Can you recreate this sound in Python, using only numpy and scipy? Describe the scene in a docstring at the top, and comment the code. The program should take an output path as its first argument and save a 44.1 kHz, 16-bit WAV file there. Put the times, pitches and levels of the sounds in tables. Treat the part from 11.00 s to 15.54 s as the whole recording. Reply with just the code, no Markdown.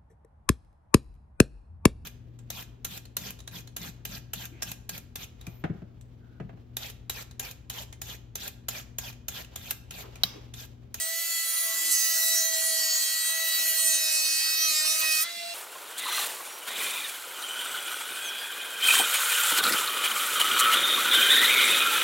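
"""Pine board through a shed planer

An open shed, picked up by a microphone with two ports; distance enters only through the set levels.
Each knife stroke knocks the wood, and the knocks fuse into a comb of partials that fade in and out as the
board slides through. Filtered noise makes the hiss of torn fibre, the rasp of the feed and the air of the
cutterhead. Load sags the speed; when the board leaves, the shed's echo of the cut dies away, the speed
runs up, and the whine and air of the cutterhead remain."""
import sys
import numpy as np
from scipy import signal
from scipy.io import wavfile
from scipy.ndimage import uniform_filter1d

SR = 44100
rng = np.random.default_rng(int(sys.argv[2]) if len(sys.argv) > 2 else 0)


def persist_wave(psi):
    """Save psi, clipped to +-1, as 16-bit WAV."""
    counts = np.round(np.clip(psi, -1, 1) * 32767).astype(np.int16)
    wavfile.write(sys.argv[1], SR, np.atleast_2d(counts).T)


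N = 200258
HOP = 256  # samples per control frame

# Speed of the cutterhead under load: (time [s], stroke rate [strokes/s])
LOADED_SPEED = [(0.0, 324.4), (0.06, 325.1), (0.19, 331.7), (0.27, 332.3), (0.68, 328.2), (0.91, 330.2),
                (0.97, 325.9), (1.31, 326.2), (1.54, 323.3), (1.68, 323.6), (1.97, 320.2), (2.38, 325.4),
                (2.73, 323.5), (3.06, 317.9), (3.32, 317.5), (3.47, 319.7), (3.65, 318.9), (3.74, 310.8),
                (3.8, 309.6), (3.92, 316.8), (3.99, 317.6), (4.13, 314.8), (4.21, 316.0)]
# The cut: (time [s], relative bite [dB], mid brightness [dB], top brightness [dB])
CUT_LEVELS = [(0, -36, -3, 0.5), (.1, -39.5, -4.5, 3), (.35, -38.5, 7, 4), (.69, -34.5, 0.5, 0.5),
              (.87, -31.5, 7, -3), (1.1, -30, -2, 1), (1.35, -29.5, 6, -2.5), (1.5, -33, 0.5, -1.5),
              (1.66, -33.5, 8, -1.5), (1.96, -29, -4, -4.5), (2.25, -36, 7, 0.5), (2.55, -33.5, 7, 0.5),
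              (2.75, -33, 0, 4), (3.0, -33, 3.5, -6), (3.2, -32.5, 6.5, -5), (3.47, -35, 2.5, 0),
              (3.62, -33.5, -1, 0.5), (3.8, -31, 0.5, -8.5), (3.98, -35, 4.5, -4.5), (4.2, -31.5, -1, 0)]
# Whine of cutterhead and hood, multiples rounded in use:
# (multiple of stroke rate [1], mid-board level [dB], board-tail level [dB], free-running level [dB])
WHINE_LEVELS = [(1, -87.5, -84.5, -80), (2, -59, -51.5, -53.5), (4, -57, -54, -56.5),
                (6, -39, -44.5, -48.5), (7, -61.5, -59, -60), (8, -54, -40, -54.5), (9, -53, -55, -69),
                (10, -52, -50.5, -54), (12, -48.5, -41, -52), (13, -48.5, -47, -65), (14, -50.5, -40, -58),
                (14.95, -51, -50, -60), (16, -55.5, -40, -63.5), (17, -54.5, -60, -64),
                (18, -51.5, -43.5, -59), (19, -50, -43, -64), (20, -45, -47.5, -66), (21, -45.5, -54, -68),
                (26, -51.5, -48.5, -64)]
# Each whine partial between the ports, rows as above: (multiple [1], left lead [rad], left-right [dB])
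WHINE_PORTS = [(1, 0.99, 1), (2, 1.43, -0.5), (4, -1.8, 0.5), (6, -0.097, -0.1), (7, 0.31, -2),
               (8, 0.93, -8), (9, 0.95, -3), (10, 0.7, 0), (12, 1.78, -1), (13, 0.72, 0.5), (14, 1.3, -0.5),
               (15, 1.3, -4), (16, 0.71, 1.5), (17, 1.2, 2), (18, 1.2, -2), (19, 1.8, -2.5), (20, 1.6, 1),
               (21, -0.48, 0), (26, -1, 3)]
# Knocks as the board radiates them: (frequency [Hz], relative level [dB])
BOARD_COLOUR = [(250, -23), (330, -36), (1000, -23), (1600, -25), (2300, -48), (2900, -2), (3550, -11),
                (4800, 1.5), (6500, 1.5), (9000, -2.5), (12000, 1), (15700, -5)]
# Hiss of the cut: (frequency [Hz], relative mid-board density [dB], relative board-tail density [dB])
FIBRE_COLOUR = [(2800, -54, -62), (3330, -39, -24), (4240, 0, -1.5), (4960, -0.5, 1), (6000, -0.5, -4),
                (7200, -4, -7.5), (9000, -4.5, -5), (10800, -9, -6), (12000, -4, -5.5), (15700, -3, -6)]
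# Weak partials; the fifth sounds throughout, those above the tenth run free: (multiple [1], level [dB])
FREE_PARTIALS = [(5, -64), (22.5, -59), (23.5, -59), (24.5, -59)]
# Fuzzy tones of the housing:
# (frequency [Hz], nominal width [Hz], relative level [dB], start time [s], stop time [s])
HOUSING_TONES = [(3965, 30, -50, 0, 4.3), (3975, 70, -42, 4.2, 4.7), (1113, 6, -58, .55, 1.15),
                 (1113, 6, -59, 1.75, 2.45)]
# The two microphone ports: (frequency [Hz], left lead [rad], left-right [dB], likeness [0-1])
PORT_FIELD = [(312, 1.34, 4, 0), (1250, 0.38, -2, 0.27), (2430, 0.52, -0.5, 0.48), (4880, 1.43, -1.5, 0.78),
              (7500, -1.66, -0.5, 1), (11200, 0.48, -4.5, 0.03), (16200, -1.6, -2, 0.95)]
# Rasp of the board through the feed: (time [s], relative level [dB])
RASP_LEVEL = [(0.0, -49.5), (0.62, -40), (0.81, -41), (1.02, -38.5), (1.47, -40), (1.96, -38.5),
              (2.55, -38), (2.77, -38), (3.08, -38.5), (3.32, -38), (3.54, -36.5), (4.1, -35.5),
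              (4.26, -37), (4.3, -49.5)]
# Colour of the rasp: (frequency [Hz], relative density [dB])
FEED_COLOUR = [(88, -91), (150, -77), (300, -55), (430, -20), (580, -11.5), (639, -14), (735, -19.5),
               (1500, -10), (1920, -8.5), (2700, -8), (3200, -6.5), (3400, -27), (3650, -23), (4200, -6),
               (5460, -48), (9240, -120)]
# Air beaten by the knives: (frequency [Hz], relative density [dB])
AIR_COLOUR = [(100, -15), (200, -15), (400, -12.5), (700, -10), (1000, -17.5), (1400, -8.5), (2000, -4.5),
              (3000, -5.5), (4000, 1), (5000, -3), (6000, -8), (8000, -6.5), (9500, -9), (15700, -15)]
# Change of the air noise during the cut: (frequency [Hz], change [dB])
AIR_DURING_CUT = [(250, -32), (420, -10.5), (800, -2), (2000, -4), (3000, -4), (3450, -5), (3800, -3.5),
                  (5000, -5)]
# Brightest ring as the board's free length changes: (time [s], centre [Hz], lift before ring share [dB])
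BOARD_RING = [(0, 9000, 14), (.09, 8660, 13), (.32, 7200, 4.5), (.65, 11200, 4.5), (.8, 9250, -12),
              (.95, 6400, 9), (1.08, 11500, 3), (1.25, 13900, 0), (1.3, 6400, 4), (1.5, 6400, 1),
              (1.66, 9700, 2.5), (1.95, 7500, 8), (2.27, 8500, 2), (2.4, 9500, -14), (2.68, 11200, 1.5),
              (2.78, 9200, 4), (2.95, 8900, 2.5), (3.03, 7640, 2), (3.35, 7500, 6.5), (3.56, 9980, -2),
              (3.66, 7000, -2), (3.74, 7800, 7.5), (3.82, 7600, 6.5), (3.87, 10000, 5.5), (3.99, 9900, 1.5),
              (4.08, 7900, -1), (4.22, 9000, 8.5)]
# Hard grain under the knives: (time [s], change of bite [dB], decay length [s], added crispness [0-1])
HARD_GRAIN = [(0.586, 2.5, 0.15, 0), (0.918, 4, 0.054, 0.6), (1.15, 1.5, 0.037, 0),
              (1.306, -1, 0.087, 0.53), (1.54, 1.5, 0.013, 0.2), (2.457, 2.5, 0.029, 0.65),
              (2.687, 5, 0.02, 0), (2.85, 4, 0.21, 0.1), (3.125, 2, 0.047, 0.1), (3.69, 3, .04, 0),
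              (3.76, 1, .04, 0), (3.87, 6, 0.14, 0), (3.998, 3.5, 0.022, .05), (4.118, 4, 0.012, 0.6),
              (4.217, 4, 0.016, .02)]
# The sixth partial about its usual strength: (time [s], level [dB])
SIXTH_LEVEL = [(0, -3.5), (.35, -0.5), (.5, -4), (.69, 2), (.93, -0.2), (1.77, 0.5), (2.0, -3.5),
               (2.33, 1.5), (2.93, 3.5), (3.26, -6.5), (3.43, 2), (3.64, 2.5), (3.69, -10), (3.81, 6.5),
               (3.88, -10), (4.0, -6), (4.04, 10), (4.21, 1), (4.27, 8), (4.32, -4), (4.4, 5.5),
               (4.54, -12)]
# The eighth partial about its usual strength: (time [s], level [dB])
EIGHTH_LEVEL = [(.07, -14), (.22, 4), (.4, 3.5), (.52, -7), (.67, -3), (.85, 1.5), (1.27, 6), (1.42, 1),
                (1.57, -13), (1.75, -6), (1.87, 3), (2.17, -1), (2.32, 6.5), (2.62, 5.5), (2.76, -5),
                (2.92, 1.5), (3.07, 3), (3.25, 0), (3.55, 0.5), (3.7, 4), (3.73, -2.5), (3.9, -0.5),
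                (4.0, -4), (4.03, 7.5), (4.13, 9.5), (4.21, 5), (4.26, -4.5), (4.4, 6), (4.5, 6.5)]
# Swells and dips of single whine partials: (time [s], length [s], multiple [1], change [dB])
WHINE_SWELLS = [(0.093, 0.093, 2, 9.5), (0.704, 0.073, 2, 9), (.69, 0.033, 12, 2), (1.07, 0.23, 16, 8),
                (1.2, .2, 14, 7), (1.3, 0.33, 12, 10.5), (1.15, .2, 9, 2.5), (1.44, 0.39, 13, 7),
                (1.593, 0.43, 2, 17.5), (1.917, 0.11, 16, 15), (1.98, 0.32, 14, 16), (2.41, 0.12, 2, 8.5),
                (2.44, 0.21, 12, 12), (2.78, 0.23, 9, 10.5), (2.553, 0.04, 14, 7), (2.49, 0.71, 13, 7.5),
                (2.73, 0.29, 10, 8), (2.83, 0.19, 2, 8), (3.47, 0.35, 14, 5), (2.9, 0.12, 12, 4.5),
                (3.474, 0.023, 4, 7), (3.43, 0.13, 2, -34), (3.04, 0.26, 16, 3.5), (1.246, 0.19, 4, 4),
                (0.36, 0.12, 16, 6), (0.35, 0.071, 14, 8), (3.64, 0.065, 10, 11), (1.15, .1, 10, -9),
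                (3.68, 0.098, 4, 10.5), (3.8, 0.096, 7, 11), (3.7, 0.063, 13, 13), (3.882, 0.066, 12, 7),
                (4.03, 0.22, 4, 10), (5.2, 0.033, 16, 8), (4.08, .08, 9, 5), (4.133, 0.02, 13, 14.5),
                (4.14, 0.026, 10, 11), (4.217, 0.036, 4, 7.5), (4.468, 0.084, 2, 11),
                (0.01, 0.038, 10, 7.5), (0.48, 0.29, 10, 6), (0.806, 0.062, 10, 5.5), (1.6, 0.25, 10, 7),
                (2.096, 0.21, 10, 9.5), (0.35, 0.09, 13, 6), (0.8, 0.22, 1, 22.5), (1.25, .08, 1, 12.5),
                (1.55, 0.046, 1, 16), (1.69, 0.034, 1, 17.5), (1.855, 0.13, 1, 17), (2.554, 0.22, 1, 21.5),
                (3.0, 0.11, 1, 12.5), (3.3, 0.068, 1, 14), (3.72, 0.17, 1, 18.5), (4.04, .08, 1, 18.5),
                (0.69, 0.48, 4, 7), (2.34, 0.2, 4, 5.5), (0.95, .08, 18, 11), (1.32, 0.16, 18, 20),
                (1.8, 0.074, 18, 14), (3.195, 0.11, 18, 8), (3.65, 0.052, 18, 11), (3.9, 0.05, 18, 10),
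                (1.04, 0.089, 19, 12.5), (1.46, .05, 19, 9.5), (1.5, 0.05, 19, 11),
                (1.724, 0.053, 19, 13.5), (2.354, 0.25, 19, 1), (2.91, 0.19, 19, 10.5),
                (3.673, 0.044, 19, 7.5), (1.03, 0.12, 15, 10), (1.27, 0.079, 15, 6), (1.75, .06, 15, 2),
                (3.2, .15, 15, -8), (3.75, 0.093, 15, 11), (3.4, 0.11, 15, 7.5), (1.4, .08, 17, 7),
                (1.34, 0.069, 17, 12), (1.9, .06, 17, 6), (3.0, .08, 17, 5), (3.8, 0.11, 17, 6),
                (3.8, .04, 17, 16), (1.05, 0.097, 20, 11.5), (1.5, .06, 20, 8), (2.03, 0.11, 20, 6.5),
                (3.2, 0.19, 20, 2), (4.048, .07, 20, 6), (0.32, 0.089, 21, 4.5), (1.003, 0.16, 21, 1),
                (1.4, .06, 21, 8), (1.95, 0.16, 21, 10.5), (2.952, 0.17, 21, 16), (0.024, 0.048, 26, 16),
                (1.35, .05, 26, 1), (2.24, 0.19, 26, 14), (2.2, .06, 26, 1), (3.303, .12, 26, 2),
                (3.5, 0.087, 26, 7)]
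# Strokes that bite squarely and snap as sharp clicks:
# (time [s], length [s], level per partial [dB], centre [Hz], width [Hz])
SHARP_STROKES = [(0.93, 0.02, -42, 7500, 3500), (0.957, .04, -38, 6300, 1500),
                 (1.01, 0.013, -43, 6500, 2500), (1.15, 0.075, -46, 6400, 900),
                 (1.31, 0.025, -41, 6000, 1200), (1.385, 0.045, -39.5, 6300, 1500),
                 (1.544, 0.011, -39, 5830, 1500), (2.793, .03, -39.5, 9000, 2000),
                 (2.78, .04, -45, 12900, 1500), (2.865, 0.044, -34, 8700, 1600),
                 (2.943, 0.05, -36, 9200, 1300), (2.95, 0.056, -42, 6540, 700),
                 (2.93, 0.034, -43, 12500, 1500), (2.965, .012, -47, 8500, 2500),
                 (3.103, .04, -44.5, 6000, 2000), (3.7, 0.02, -40, 4500, 900),
                 (3.64, 0.033, -42, 5700, 700), (3.778, .05, -35.5, 7700, 400),
                 (3.77, 0.045, -41, 5030, 1200), (3.9, 0.037, -40, 5700, 400),
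                 (3.98, 0.026, -39, 10000, 500), (3.88, 0.034, -43, 9500, 1800),
                 (3.915, .012, -44, 7000, 3000), (4.02, 0.0065, -41, 6000, 3500),
                 (4.05, .01, -46, 8000, 3000), (4.11, 0.049, -38, 4970, 500), (4.17, 0.017, -43, 8800, 500),
                 (4.225, .012, -43, 9000, 1500)]

LEAVES_S = 4.235  # the board's end clears the knives
FREE_PER_S, UNLOAD_S, SPIN_UP_S = 341.8, 4.215, 0.026  # full stroke rate, start and time scale of run-up
TAIL_FROM_S, TAIL_TO_S = 2.4, 3.23  # the board's free end grows short; its sound changes over this span
GONE_DB_PER_S, SHED_DB, SHED_DB_PER_S = 1304, -20, 197  # the cut stops dead; the shed's echo lingers
KNOT_RISE_S = 0.0088
CRISP, CRISP_TAIL = 0.33, 0.15  # how squarely the knives meet plain grain, 0-1
ROUGH = .35  # share of flutter in the left port's knocks at all frequencies
ROUGH_TOP, ROUGH_TOP_HZ = .8, 11500  # added flutter in both ports, above this frequency
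SHARED_FROM, SHARED_DB = 15, -7  # whine rows below this multiple replace the knock; others lie over it
WANDER_DB = 1.4  # slow wander of the whine partials other than the sixth and eighth
# unsteady share of a whine partial: up to the eighth, above it, running free, the lowest one
WAVER_MAIN, WAVER, WAVER_FREE, WAVER_LOWEST = 0.21, 0.36, .4, 1.85
OWN_SHARE = 0.53  # wavering of a partial above the eighth that each port hears alone
HISS_DB, HISS_TAIL_DB = -13, -7.5  # hiss against the bite, mid-board and tail
HISS_KNOT, HISS_RING = 0.91, .4  # share of the grain's lift kept out of the hiss; share of ring let in
AIR_DB = -57
SNAP_SMEAR = .005  # higher partials come a little late [rad per multiple squared]
SNAP_FLUTTER, SNAP_LAG = .3, 0.041  # unsteady share; lag of the right port's own echo [strokes]
JOLT_S = 4.012  # the board's end drops off the feed roller
JOLT_DB, JOLT_HZ, JOLT_T60_S = -31, 3200, .12
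EDGE_HZ = 15730  # upper band limit


def amp(db):
    """Decibels to amplitude."""
    return 10 ** (np.asarray(db) / 20)


def evened(x):
    """Scale to an rms of 1."""
    return x / np.sqrt(np.mean(abs(x) ** 2) + 1e-20)


def ramp(t, start, stop):
    """Straight rise from 0 to 1."""
    return np.clip((t - start) / (stop - start), 0, 1)


def by_frequency(points, hz):
    """Columns of a table against log frequency."""
    f, *columns = np.transpose(points)
    return np.squeeze([np.interp(np.log(hz + 1), np.log(f + 1), c) for c in columns])


def over_time(rows, t):
    """Columns of a table against time."""
    s, *columns = np.transpose(rows)
    return np.squeeze([np.interp(t, s, c) for c in columns])


def drift(count, per_s):
    """Rows of slow complex chance at frame rate, rms 1 overall."""
    frames = N // HOP + 8
    chance = rng.standard_normal((frames, count, 2)) @ [1, 1j]
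    f = np.fft.fftfreq(frames, HOP / SR)[:, None]
    slowed = np.fft.fft(chance, axis=0) / (1 + (f / per_s) ** 2)
    return evened(np.fft.ifft(slowed, axis=0)).T


def from_frames(values):
    """Frame-rate values drawn out to every sample."""
    return np.interp(np.arange(N) / HOP, np.arange(len(values)), values)


def ports(hz, near, other):
    """Two ports: the right hears partly the same field, with a phase lag and a level difference."""
    lead, balance_db, same = by_frequency(PORT_FIELD, hz)
    same = np.clip(same, 0, 1)
    right = (same * near + np.sqrt(1 - same ** 2) * other) * np.exp(-1j * lead)
    return np.array([near * amp(balance_db / 2), right * amp(-balance_db / 2)])


def hiss(level_db, patchy_db):
    """Noise from random short-time spectra with smooth patches; level_db gives bins by frames."""
    hz = np.fft.rfftfreq(4 * HOP, 1 / SR)[:, None]
    a, b, c, d, patches = rng.standard_normal((N // HOP + 8, len(hz), 5)).T
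    patches = uniform_filter1d(uniform_filter1d(patches, size=8, axis=0), size=8, axis=1)
    patches = evened(patches)
    spectra = ports(hz[:, 0], (a + 1j * b).T, (c + 1j * d).T).transpose(0, 2, 1)
    spectra = spectra * amp(level_db(hz) + patchy_db * patches)
    return signal.istft(spectra, nperseg=4 * HOP, noverlap=3 * HOP)[1][:, :N]


def speed(t):
    """Stroke rate: sagging under load, then running up to full speed."""
    loaded = over_time(LOADED_SPEED, t)
    run_up = 1 - np.exp(-(np.maximum(t - UNLOAD_S, 0) / SPIN_UP_S) ** 2)
    return loaded + (FREE_PER_S - loaded) * run_up


def partials(turns, voices):
    """Sum multiples of the stroke rate; voices maps a multiple to its complex size per port and frame."""
    out = np.zeros((2, N))
    for k, sizes in voices.items():
        wheel = np.exp(2j * np.pi * k * turns)
        for port, size in zip(out, sizes):
            port += np.sqrt(2) * (from_frames(size) * wheel).real
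    return out


def per_stroke(turns, spread_db):
    """A random gain for every knife stroke: the grain is never twice the same."""
    gain = amp(spread_db * rng.standard_normal(int(turns[-1]) + 2))
    return evened(uniform_filter1d(gain[(turns + .1).astype(int)], size=9))


def knots(t):
    """Hard patches come on quickly and die away: summed change in dB and added crispness."""
    s, lift_db, length, crisp = np.transpose(HARD_GRAIN)[:, :, None]
    rise = np.exp(-((t - s) / KNOT_RISE_S) ** 2)
    fall = np.exp(-((t - s) / length) ** 2)
    shape = np.where(t < s, rise, fall)
    return (lift_db * shape).sum(0), (crisp * shape).sum(0)


def bite_db(hz, t, ring_share=1):
    """Level of the cut: bite, two brightness bands and the board's ring, falling once the board leaves."""
    def over(edge_hz):
        return 1 / (1 + (edge_hz / (hz + 1)) ** 12)

    bite, mid_db, top_db = over_time(CUT_LEVELS, t)
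    brightness_db = mid_db * (over(7470) - over(11030)) + top_db * over(10200)
    ring_hz, lift_db = over_time(BOARD_RING, t)
    ring_db = lift_db * np.exp(-((hz - ring_hz) / 900) ** 2)
    after = np.maximum(t - LEAVES_S, 0)
    gone_db = np.maximum(-GONE_DB_PER_S * after, SHED_DB - SHED_DB_PER_S * after)
    return bite + knots(t)[0] + brightness_db + ring_share * ring_db + gone_db


def echoes(t, count, per_s):
    """One stroke period as drifting echoes, a short burst then the board's ring; as partial sizes."""
    plain = CRISP + (CRISP_TAIL - CRISP) * ramp(t, TAIL_FROM_S, TAIL_TO_S)
    crisp = np.clip((plain + knots(t)[1]) ** 2.5, 0, .98)
    delay = np.arange(count)[:, None] / count  # in strokes
    burst, ring = np.exp(-delay / .06), np.exp(-delay / .8)
    shape = crisp * evened(burst) + np.sqrt(1 - crisp ** 2) * evened(ring)
    return np.fft.fft(drift(count, per_s) * shape / np.linalg.norm(shape, axis=0), axis=0)


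def knocks(t, count=49):
    """Every stroke rings the board a little differently as it feeds; grain makes the partials flutter."""
    left, right, flutter = echoes(t, count, 3.6), echoes(t, count, 3.6), echoes(t, count, 30.0)
    whining = {round(row[0]) for row in WHINE_LEVELS}
    replaced = {round(row[0]) for row in WHINE_LEVELS if row[0] < SHARED_FROM}
    voices = {}
    for k in set(range(1, count)) - replaced:
        hz = k * speed(t)
        top = ROUGH_TOP / (1 + (ROUGH_TOP_HZ / hz) ** 8)
        db = by_frequency(BOARD_COLOUR, hz) + bite_db(hz, t) + SHARED_DB * (k in whining) - 12.5
        near = left[k] + (ROUGH + top) * flutter[k]
        other = right[k] + top * flutter[-k]
        voices[k] = amp(db) * ports(hz, near, other)
    return voices


def whine(t):
    """Strong partials of the cutterhead and hood, and weak free-running ones, each wavering."""
    waver = drift(len(WHINE_LEVELS) + len(FREE_PARTIALS), 8.0)
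    wander = drift(len(WHINE_LEVELS), 2.5).real * np.sqrt(2)
    own = drift(2 * len(WHINE_LEVELS), 10.0).reshape(len(WHINE_LEVELS), 2, -1)
    fuzz = drift(2, 22.0)
    tail = ramp(t, TAIL_FROM_S, TAIL_TO_S)
    free = ramp(t, LEAVES_S - .025, LEAVES_S + 0.037)
    voices = {}
    for levels, place, w, slow, apart in zip(WHINE_LEVELS, WHINE_PORTS, waver, wander, own):
        k, board_db, tail_db, free_db = levels
        k = round(k)
        _, lead, balance_db = place
        sides = amp([[balance_db / 2], [-balance_db / 2]]) * np.exp([[0], [-1j * lead]])
        db = board_db + (tail_db - board_db) * tail + (free_db - tail_db) * free
        for s, length, multiple, change_db in WHINE_SWELLS:
            if round(multiple) == k:
                db = db + change_db * np.exp(-((t - s) / length) ** 2)
        if k == 6:
            db = db + over_time(SIXTH_LEVEL, t)
        elif k == 8:
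            db = db + over_time(EIGHTH_LEVEL, t)
        else:
            db = db + WANDER_DB * slow
        cutting = WAVER_MAIN if k <= 8 else WAVER
        unsteady = (cutting + (WAVER_FREE - cutting) * free) * w + OWN_SHARE * (k > 8) * apart
        if k == 1:
            unsteady = WAVER_LOWEST * fuzz
        voices[k] = sides * amp(db) * (1 + unsteady)
    for (k, db), w in zip(FREE_PARTIALS, waver[len(WHINE_LEVELS):]):
        present = free if k > 10 else 1
        voices[k] = amp(db) * present * ports(k * speed(t), 1 + 0.71 * w, w[::-1])
    return voices


def fibre(t, turns):
    """Torn fibre hisses with the bite and puffs at each stroke, some strokes tearing harder."""
    puff = evened(4.0 + per_stroke(turns, spread_db=2.0) * np.exp(-(turns % 1) / 0.16))
    tail = ramp(t, TAIL_FROM_S, TAIL_TO_S)
    above_db = HISS_DB + (HISS_TAIL_DB - HISS_DB) * tail - HISS_KNOT * knots(t)[0]

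    def level_db(hz):
        board_db, tail_db = by_frequency(FIBRE_COLOUR, hz[:, 0])[:, :, None]
        colour_db = board_db + (tail_db - board_db) * tail
        return colour_db + bite_db(hz, t, HISS_RING) + above_db - 11.0
    return puff * hiss(level_db, patchy_db=3.5)


def rasp(t):
    """The board rubs through rollers and bed, making coloured noise until it leaves."""
    gone_db = -400 * np.maximum(t - RASP_LEVEL[-1][0], 0)
    rubbing_db = over_time(RASP_LEVEL, t) + gone_db - 15.5
    return hiss(lambda hz: by_frequency(FEED_COLOUR, hz[:, 0])[:, None] + rubbing_db, patchy_db=3.5)


def air(t):
    """Wind of the cutterhead as noise, thinner and shorter of bass during the cut."""
    during_cut = 1 - ramp(t, LEAVES_S - .015, LEAVES_S + .015)

    def level_db(hz):
        free_db = AIR_DB + by_frequency(AIR_COLOUR, hz[:, 0])[:, None]
        return free_db + by_frequency(AIR_DURING_CUT, hz[:, 0])[:, None] * during_cut
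    return hiss(level_db, patchy_db=2.5)


def housing_tones():
    """Fuzzy tones of the housing: carriers whose size and phase drift at random."""
    t = np.arange(N) / SR
    out = np.zeros((2, N))
    for hz, width, db, start, stop in HOUSING_TONES:
        on = np.clip(np.minimum(t - start, stop - t) / .1, 0, 1)
        carrier = np.exp(2j * np.pi * hz * t)
        for port, size in zip(out, ports(hz, *drift(2, width / 2))):
            port += amp(db) * on * (from_frames(size) * carrier).real
    return out


def snaps(t, count=49):
    """Partials in step make one sharp click per stroke, coloured by the band each patch of grain rings in."""
    s, length, db, centre_hz, width_hz = np.transpose(SHARP_STROKES)[:, :, None]
    swell = amp(db) * np.exp(-((t - s) / length) ** 2)
    flutter = drift(count, 25.0)
    voices = {}
    for k in range(12, count):
        hz = k * speed(t)
        size = (1 + SNAP_FLUTTER * flutter[k]) * np.exp(-1j * SNAP_SMEAR * k ** 2)
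        lagged = size * np.exp(-2j * np.pi * k * SNAP_LAG)
        colour = (swell * np.exp(-((hz - centre_hz) / width_hz) ** 2)).sum(0)
        voices[k] = colour * ports(hz, size, lagged)
    return voices


def jolt():
    """A short dull clack of wood on the bed: a decaying burst of band-shaped noise."""
    t = np.arange(N) / SR - JOLT_S
    shape = ramp(t, 0, 0.0032) * amp(JOLT_DB - 60 * np.maximum(t, 0) / JOLT_T60_S)
    return shape * evened(hiss(lambda hz: -12 * np.log2((hz + 1) / JOLT_HZ) ** 2, patchy_db=1.5))


def scene():
    """All layers at the two ports, sharing one count of knife strokes."""
    t = np.arange(N // HOP + 8) * HOP / SR  # frame times
    turns = np.cumsum(speed(np.arange(N) / SR)) / SR  # strokes so far
    knocking = partials(turns, knocks(t)) * per_stroke(turns, spread_db=1.0)
    whining = partials(turns, whine(t))
    cutterhead_air = air(t) + housing_tones()
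    snapping = partials(turns, snaps(t)) * per_stroke(turns, spread_db=1.9)
    return knocking + whining + fibre(t, turns) + rasp(t) + cutterhead_air + snapping + jolt()


def record(dry):
    """The microphone drops the bass; then the band limit cuts the top."""
    thin = signal.sosfilt(signal.butter(4, 200, "highpass", fs=SR, output="sos"), dry)
    band_limit = signal.firwin(1023, EDGE_HZ, window=("kaiser", 9), fs=SR)
    return signal.oaconvolve(thin, band_limit[None], "same")


dry = scene()
out = record(dry)
persist_wave(out)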